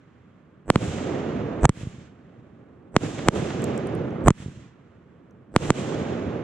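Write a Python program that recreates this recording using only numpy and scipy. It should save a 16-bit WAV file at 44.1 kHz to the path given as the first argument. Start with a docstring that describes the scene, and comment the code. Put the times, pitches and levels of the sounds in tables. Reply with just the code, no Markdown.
"""Outdoors at night, among walls and far slopes: a firework cake goes off near a stereo phone. Launch reports
come in pairs from the tubes, shell bursts in pairs overhead; each is a sharp pressure flip, a noisy crack and a
low thump, with low swells and short softer pulses just before it; a thin tone near 8 kHz also rises into each.
Walls return dull thumps, and far scenery a long rush of shaped noise whose bands rise and fade separately. A
few burnt scraps tick down as ringing, gritty clicks, over the night's hum, a steady coloured noise."""
import sys
import numpy as np
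from scipy import signal
from scipy.fft import rfft, irfft
from scipy.io import wavfile
from scipy.ndimage import uniform_filter1d

SR = 44100
rng = np.random.default_rng(int(sys.argv[2]) if len(sys.argv) > 2 else 0)


def master(y):
    """Save y as 16-bit WAV."""
    cut = np.clip(np.atleast_2d(y).T, -1, 1)
    pcm = np.round(cut * 32767)  # scale
    wavfile.write(sys.argv[1], SR, pcm.astype(np.int16))


N = 283563


def undb(db):
    """Turn dB into an amplitude factor."""
    return 10 ** (np.asarray(db) / 20)


def along(table, hz):
    """Read a (f/Hz, value) table on a log-frequency axis."""
    f, v = np.transpose(table)
    return np.interp(np.log(np.maximum(hz, 1)), np.log(f), v)


def add(out, x, s, pan_db):
    """Mix a short sound in, its middle sample at s seconds; pan_db is left minus right."""
    i = int(s * SR) - x.shape[-1] // 2
    out[:, i:i + x.shape[-1]] += x * undb(np.array([[pan_db], [-pan_db]]) / 2)


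def dull(x, hz):
    """Take off the treble above hz with a gentle low-pass."""
    return signal.sosfilt(signal.butter(2, min(hz, .45 * SR), fs=SR, output="sos"), x)


def flip(t, lead_s=.00040, back_s=.00046, soft_hz=4200.):
    """The shock front: a quick climb, a sudden drop through zero, a short low plateau."""
    climb = 1.15 * np.exp(np.minimum(t, 0) / lead_s)
    plateau = -np.exp(-(np.maximum(t, 0) / back_s) ** 3)
    return dull(np.where(t < 0, climb, plateau), soft_hz)


def thump(t, start_s=.0009, half_s=.0017, slowing=.7, fade_s=.0075):
    """The ground bounce and the air's rebound: three half swings, each longer than the last."""
    u = np.maximum(t - start_s, 0)
    turns = (u / half_s) ** slowing
    swing = np.sin(np.pi * np.minimum(turns, 3)) * np.exp(-u / fade_s)
    last_half = .8 * np.clip(4 - 4 * turns / 3, 0, 1) ** .3
    return swing * np.where(turns > 2, last_half, 1)


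# Shell bursts overhead, then launches from the tubes. Columns of both: [t/s, flip level/dB, thump level/dB,
# thump stretch (factor), crack level/dB, lead-in level/dB, wall echo level/dB,
# brief change of the background level/dB, left minus right level/dB, rush level/dB]
BURSTS = [(0.7021, 1, -4, 0.89, -18.5, -22, -11.5, -9.5, -3.5, -3),
          (0.7585, -6.5, -4, 1.09, -26, -29.5, -17, -9, -2.5, -3),
          (2.965, 0, -4, 0.91, -19, -24.5, -28, -10.5, -4, -1.5),
          (3.2857, 1.5, -5, 1.02, -12.5, -18, -27, -13, -3, -2.5),
          (5.563, 0, -4, 1, -16, -25.5, -27, -7.5, -3, -1.5),
          (5.7044, -3.5, -4, 0.91, -12.5, -19, -18, -9, -4, -5)]
LAUNCHES = [(1.6544, -6, -6.5, 1.47, -13.5, -6, -15, -10, -1.5, -5),
            (1.6933, -13.5, -6.5, 1.22, -18, -36.5, -14.5, -5.5, -1.5, 0),
            (4.2833, -2, -1.5, 1.2, -8, -6, -15, 4.5, -2.5, -3),
            (4.3052, -13, -5.5, 1.13, -23.5, -27.5, -18, -9.5, -2, -2.5)]
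# Noise colour of the crack: [f/Hz, relative level/dB per Hz]
CRACK_COLOUR = [(2940, -29.5), (5000, -10.5), (6450, 1.5), (7310, 6), (9340, -3), (11600, -26),
                (13900, -29), (16500, -35.5)]
CRACK_SIZE = 4.2  # root of the summed squares before its level, alike for every crack
# Softer pulses before a report, the nearest to it first: [level/dB relative to the row's lead-in level]
PULSE_DB = [0, -4, -18, -22]
PULSE_GAP_S = .01065
# Wall echoes: [delay t/s, level/dB relative to the row's wall echo level, top f/Hz]
WALLS = [(.121, -13, 900), (0.18, -5.5, 490), (.292, -17, 440)]


def reports(right_lag_s=.00009):
    """Every burst and launch: lead-in, shock front and its ground bounce, crack, thump, wall echoes."""
    out, t = np.zeros((2, N)), np.arange(-2048, 2048) / SR
    rows = BURSTS + LAUNCHES
    ports = t - np.array([[-right_lag_s], [right_lag_s]]) / 2  # the front reaches the left port first
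    bounce, bounce_s = .22, .00095  # the front again, off the ground
    front = dull(flip(ports) + bounce * flip(ports - bounce_s), 7600.0)
    colour = undb(along(CRACK_COLOUR, np.fft.rfftfreq(len(t), 1 / SR)))
    hisses = irfft(rfft(rng.standard_normal((len(rows), 2, len(t)))) * colour)
    low_noises = dull(dull(rng.standard_normal((len(rows), len(t))), 1001.0), 2000.0)
    for row, hiss, low_noise in zip(rows, hisses, low_noises):
        s, flip_db, thump_db, stretch, crack_db, lead_db, wall_db, _, pan_db, _ = row
        hiss, low_noise = hiss / hiss.std(), low_noise / low_noise.std()
        low = dull(thump(t / stretch), 1600.0)
        crack_fade = np.exp(-np.abs(t) / .0004) + .15 * np.exp(-np.abs(t) / .002)
        crack = hiss * (t > -.0002) * crack_fade
        crack = CRACK_SIZE * crack / np.sqrt(np.mean(np.sum(crack ** 2, axis=1)))
        add(out, undb(flip_db) * front, s, -.5)
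        add(out, undb(crack_db) * dull(crack, 12000.0), s, -6.0)
        add(out, undb(thump_db) * low, s, pan_db)
        # a rough low noise and a 48 Hz swing build up before the front
        swell = undb(-2.0) * low_noise * (t < 0) * np.exp(np.minimum(t, 0) / 0.0061)
        swing_shape = np.exp(-((t + .012) / .014) ** 2)
        swing = undb(lead_db - 3) * np.cos(2 * np.pi * 48 * (t + .002)) * swing_shape
        add(out, undb(lead_db) * (swell + swing), s, pan_db)
        # a thin steady tone near 8 kHz and a little hiss grow just before the front
        tone = np.sin(2 * np.pi * 7950 * t)
        high = (t < 0) * np.exp(np.minimum(t, 0) / 0.01) * (tone + 0.47 * hiss)
        add(out, undb(lead_db - 24.5) * high, s, -6.0)
        # short softer pulses come before the report, each upside down to the next
        pulse = .6 * flip(t, .002, .0008, 1300.) + .7 * low + undb(-23) * crack
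        for k, db in enumerate(PULSE_DB, 1):
            add(out, (-1) ** k * undb(lead_db + db) * pulse, s - k * PULSE_GAP_S, pan_db)
        for lag, db, hz in WALLS:
            add(out, undb(wall_db + db) * dull(thump(t / 1.46), hz), s + lag - .004, -1.5)
    return out


# Single far faces that stand out of the rush: [t/s, peak level/dB before panning]
SLAPS = [(0.927, -31), (0.984, -29.5), (1.317, -35), (3.191, -26), (3.504, -26), (4.207, -37.5),
         (5.922, -31)]


def slaps():
    """Far faces return scattered, dull puffs of noise, each a few milliseconds long."""
    out, t = np.zeros((2, N)), np.arange(-1024, 1024) / SR
    for (s, db), noise in zip(SLAPS, rng.standard_normal((len(SLAPS), len(t)))):
        puff = dull(dull(noise * (t > 0) * np.exp(-np.abs(t) / 0.0057), 1400.), 5000.)
        add(out, undb(db) * puff / np.abs(puff).max(), s, -3.0)
    return out


# Bands of the rush: [low edge f/Hz, high edge f/Hz]
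RUSH_BANDS = [(70, 220), (280, 750), (1100, 3000), (5000, 9000), (10500, 13000)]
# Noise colour of the rush before its bands are levelled: [f/Hz, relative level/dB per Hz]
RUSH_COLOUR = [(12, -56.5), (20, -40.5), (86, -2.5), (135, 1), (160, 0.5), (361, -3.5), (492, -7),
               (966, -20), (1180, -19), (1560, -22), (3230, -29.5), (4790, -40), (7510, -37.5),
               (13600, -65), (16500, -85)]
# Stereo likeness: [f/Hz, left-right likeness, held to 0-1 when played]
RUSH_ALIKE = [(60, 1), (130, 1), (290, 1), (640, 0.6), (1410, 0.6), (3100, 0.5), (6820, -0.12), (15000, 0)]
# Stereo balance: [f/Hz, left minus right level/dB]
RUSH_PAN = [(60, -3.5), (110, -1.5), (200, -1.5), (380, -4.5), (700, -6), (1290, -4.0), (2380, -4),
            (4400, -1.5), (8120, -1.5), (15000, -1)]
# Stereo phase of the shared part: [f/Hz, left lead/radians]
RUSH_PHASE = [(100, 0.49), (520, 0.37), (1290, 1), (4000, -1.0)]


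def rush():
    """Countless far echoes merge into noise; its bands follow their levels and flicker a little."""
    hz = np.fft.rfftfreq(N + 1, 1 / SR)
    a, b = rfft(rng.standard_normal((2, N + 1))) * undb(along(RUSH_COLOUR, hz))
    alike, tilt = np.clip(along(RUSH_ALIKE, hz), 0, 1), undb(along(RUSH_PAN, hz) / 2)
    shared = alike * a * np.exp(-1j * along(RUSH_PHASE, hz))
    pair = np.array([a * tilt, (shared + np.sqrt(1 - alike ** 2) * b) / tilt])
    # each band's own level is taken off, so that the wanted level replaces it
    power = np.abs(pair.mean(axis=0)) ** 2 * 2 / (N + 1) ** 2
    own_db = [10 * np.log10(power[(hz > lo) & (hz < hi)].sum()) for lo, hi in RUSH_BANDS]
    f, frames, z = signal.stft(irfft(pair), SR, nperseg=512, noverlap=384)
    want_db = rush_db(frames) - np.array(own_db)[:, None]
    centres = np.sqrt(np.prod(RUSH_BANDS, axis=1))
    db = np.array([along(np.c_[centres, column], f) for column in want_db.T]).T
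    # a small random flicker moves all bands together; neighbouring bins also flicker on their own
    together = uniform_filter1d(rng.standard_normal(len(frames)), size=5) * np.sqrt(5)
    alone = uniform_filter1d(rng.standard_normal(db.shape), size=9, axis=1)
    alone = uniform_filter1d(alone, size=9, axis=0) * 9
    z = z * undb(db + 0.69 * together + 0.21 * alone)
    return signal.istft(z, SR, nperseg=512, noverlap=384)[1][:, :N]


# Rush after one burst or one launch, before the report's own rush level; one row per band of RUSH_BANDS:
# [crest level/dB, crest t/s after the report, rise level/dB per s, fade level/dB per s]
BURST_RUSH = [(-36, 0.86, -1.5, -3.5), (-32.5, 0.52, 10.5, 0.5), (-44, 0.47, 5.5, 11.5),
              (-50, 0.22, -4, 34.5), (-71, 0.1, 7, 83)]
LAUNCH_RUSH = [(-42, 0.16, 48, 38), (-57, 0.13, 60, 25), (-58.5, 0.058, 120, 18), (-61.5, 0.11, 110, 35),
               (-81, 0.11, 60, 91)]
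LAUNCH_RUSH_S, LAUNCH_END_DB_S = 0.38, 250  # the launch rush stops short: seconds, extra dB per s
# Broad far slopes swell the rush of a burst or a launch:
# [t/s after the report, length t/s, centre f/Hz, width/octaves, lift level/dB]
SWELLS = [(.075, .03, 354, 3.9, 9), (.222, 0.0059, 1510, 3.4, 2.5), (.4, 0.096, 474, 1.1, 6.5),
          (.68, .09, 130, .9, 5)]
LAUNCH_SWELLS = [(.125, 0.023, 2000, 2.1, 9)]
# Faint lingering murmur, one row per band: [level/dB, fade level/dB per s, negative where it grows]
MURMUR = [(-56, -1), (-59.5, -5), (-63.5, 7), (-80, 12.5), (-120, -0.8)]
# Stretches of murmur, each lasting until the next: [start t/s, level/dB, lift level/dB around MURMUR_HZ]
MURMURS = [(-.4, -.5, -8.5), (1.6548, 1.5, -2), (4.2827, 0, -4.5)]
MURMUR_HZ = 450


def rush_db(t):
    """Level of each band at times t: the rushes of all reports and the murmur add up in power."""
    centre = np.log2(np.sqrt(np.prod(RUSH_BANDS, axis=1)))[:, None]
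    starts = np.append(np.transpose(MURMURS)[0], np.inf)
    power = 0
    for row in BURSTS:
        u = t - row[0]
        end = starts[starts > row[0]][0]  # a burst's rush ends where the next murmur starts
        db = row[-1] + crest(u, BURST_RUSH) + swell_db(u, centre, SWELLS)
        power = power + undb(db) ** 2 * (u > 0) * (t < end)
    for row in LAUNCHES:
        u = t - row[0]
        db = row[-1] + crest(u, LAUNCH_RUSH) + swell_db(u, centre, LAUNCH_SWELLS)
        db = db - LAUNCH_END_DB_S * np.maximum(u - LAUNCH_RUSH_S, 0)
        power = power + undb(db) ** 2 * (u > 0)
    top_db, fade = np.transpose(MURMUR)[:, :, None]
    for (s, db, lift_db), end in zip(MURMURS, starts[1:]):
        lift = lift_db * np.exp(-(centre - np.log2(MURMUR_HZ)) ** 2)
        murmur_db = top_db + db + lift - fade * (t - s)
        power = power + undb(murmur_db) ** 2 * (t >= s) * (t < end)
    return 10 * np.log10(power)


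def crest(u, shape):
    """Band levels in dB, u seconds after a report: a straight line to the crest, then another away."""
    top_db, s, rise, fade = np.transpose(shape)[:, :, None]
    return top_db - np.where(u < s, rise * (s - u), fade * (u - s))


def swell_db(u, centre, slopes):
    """Far slopes lift the rush in dB: bell-shaped in time and in octaves."""
    lift = 0
    for s, length, hz, wide, db in slopes:
        lift = lift + db * np.exp(-((u - s) / length) ** 2 - ((centre - np.log2(hz)) / wide) ** 2)
    return lift


def dips(fall_s=0.0029, hold_s=0.019, back_s=0.034):
    """The background level changes briefly at each report, mostly a dip, and glides back, in dB."""
    t, db = np.arange(N) / SR, 0
    for row in BURSTS + LAUNCHES:
        u, dip_db = t - row[0], row[7]
        recovery = np.exp(-(np.maximum(u - hold_s, 0) / back_s) ** 2)
        db = db + dip_db * np.clip(u / fall_s, 0, 1) * recovery
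    return db


# Scraps landing: [t/s, level/dB before softening, ring f/Hz, left minus right level/dB]
SCRAPS = [(3.62, -31.5, 8190, 8), (3.6413, -19, 7730, -8), (3.7778, -30.5, 7900, 9),
          (3.8716, -36, 9200, -13), (3.9512, -40, 8900, -11), (4.106, -48, 6100, -2),
          (5.309, -55.5, 6160, 2.5)]


def scraps():
    """Tiny hard bits strike the ground: a bright, gritty tick with a millisecond of ring."""
    out, t = np.zeros((2, N)), np.arange(-256, 256) / SR
    grit_band = signal.butter(2, [4500, 15500], "band", fs=SR, output="sos")
    for (s, db, hz, pan_db), noise in zip(SCRAPS, rng.standard_normal((len(SCRAPS), len(t)))):
        grit = signal.sosfilt(grit_band, noise)
        ring = np.sin(2 * np.pi * hz * t)
        tick = (t > 0) * np.exp(-np.abs(t) / 0.00068) * (ring + 0.46 * grit)
        add(out, undb(db) * dull(tick, 10800.0), s + 0.00035, pan_db)
    return out


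# Noise colour of the night air: [f/Hz, relative level/dB per Hz]
NIGHT_COLOUR = [(40, -20), (80, -7.5), (190, -1), (440, -14), (780, -28.5), (1100, -18.5), (1600, -24),
                (5000, -61.5), (7000, -92)]
NIGHT_DB = -56.5  # level of the middle signal before the left-right balance


def night():
    """The steady hum of the night air: coloured noise, nearly the same left and right."""
    colour = undb(along(NIGHT_COLOUR, np.fft.rfftfreq(N + 1, 1 / SR)))
    mid, side = irfft(rfft(rng.standard_normal((2, N + 1))) * colour)[:, :N]
    side = side - dull(side, 500.)  # less width in the bass
    balance_db = np.array([[-1.3], [1.3]])
    stereo = mid + 0.41 * side * np.array([[1], [-1]])
    return undb(NIGHT_DB + balance_db) * stereo / mid.std()


def scene():
    """Reports, slaps and scraps over a background of rush and night that shifts at each report."""
    return reports() + (rush() + night()) * undb(dips()) + slaps() + scraps()


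TOP_HZ = 16600


def record(dry):
    """The phone hisses faintly, drops the lowest bass, clips at full scale and cuts the top."""
    hissy = dry + undb(-94.0) * rng.standard_normal(dry.shape)
    x = signal.sosfilt(signal.butter(1, 18, "high", fs=SR, output="sos"), hissy)
    soft = dull(np.clip(x, -1, 1), 13000.0)
    top_cut = signal.ellip(8, .2, 70, TOP_HZ, fs=SR, output="sos")
    return np.clip(signal.sosfilt(top_cut, soft), -1, 1)


dry = scene()
out = record(dry)
master(out)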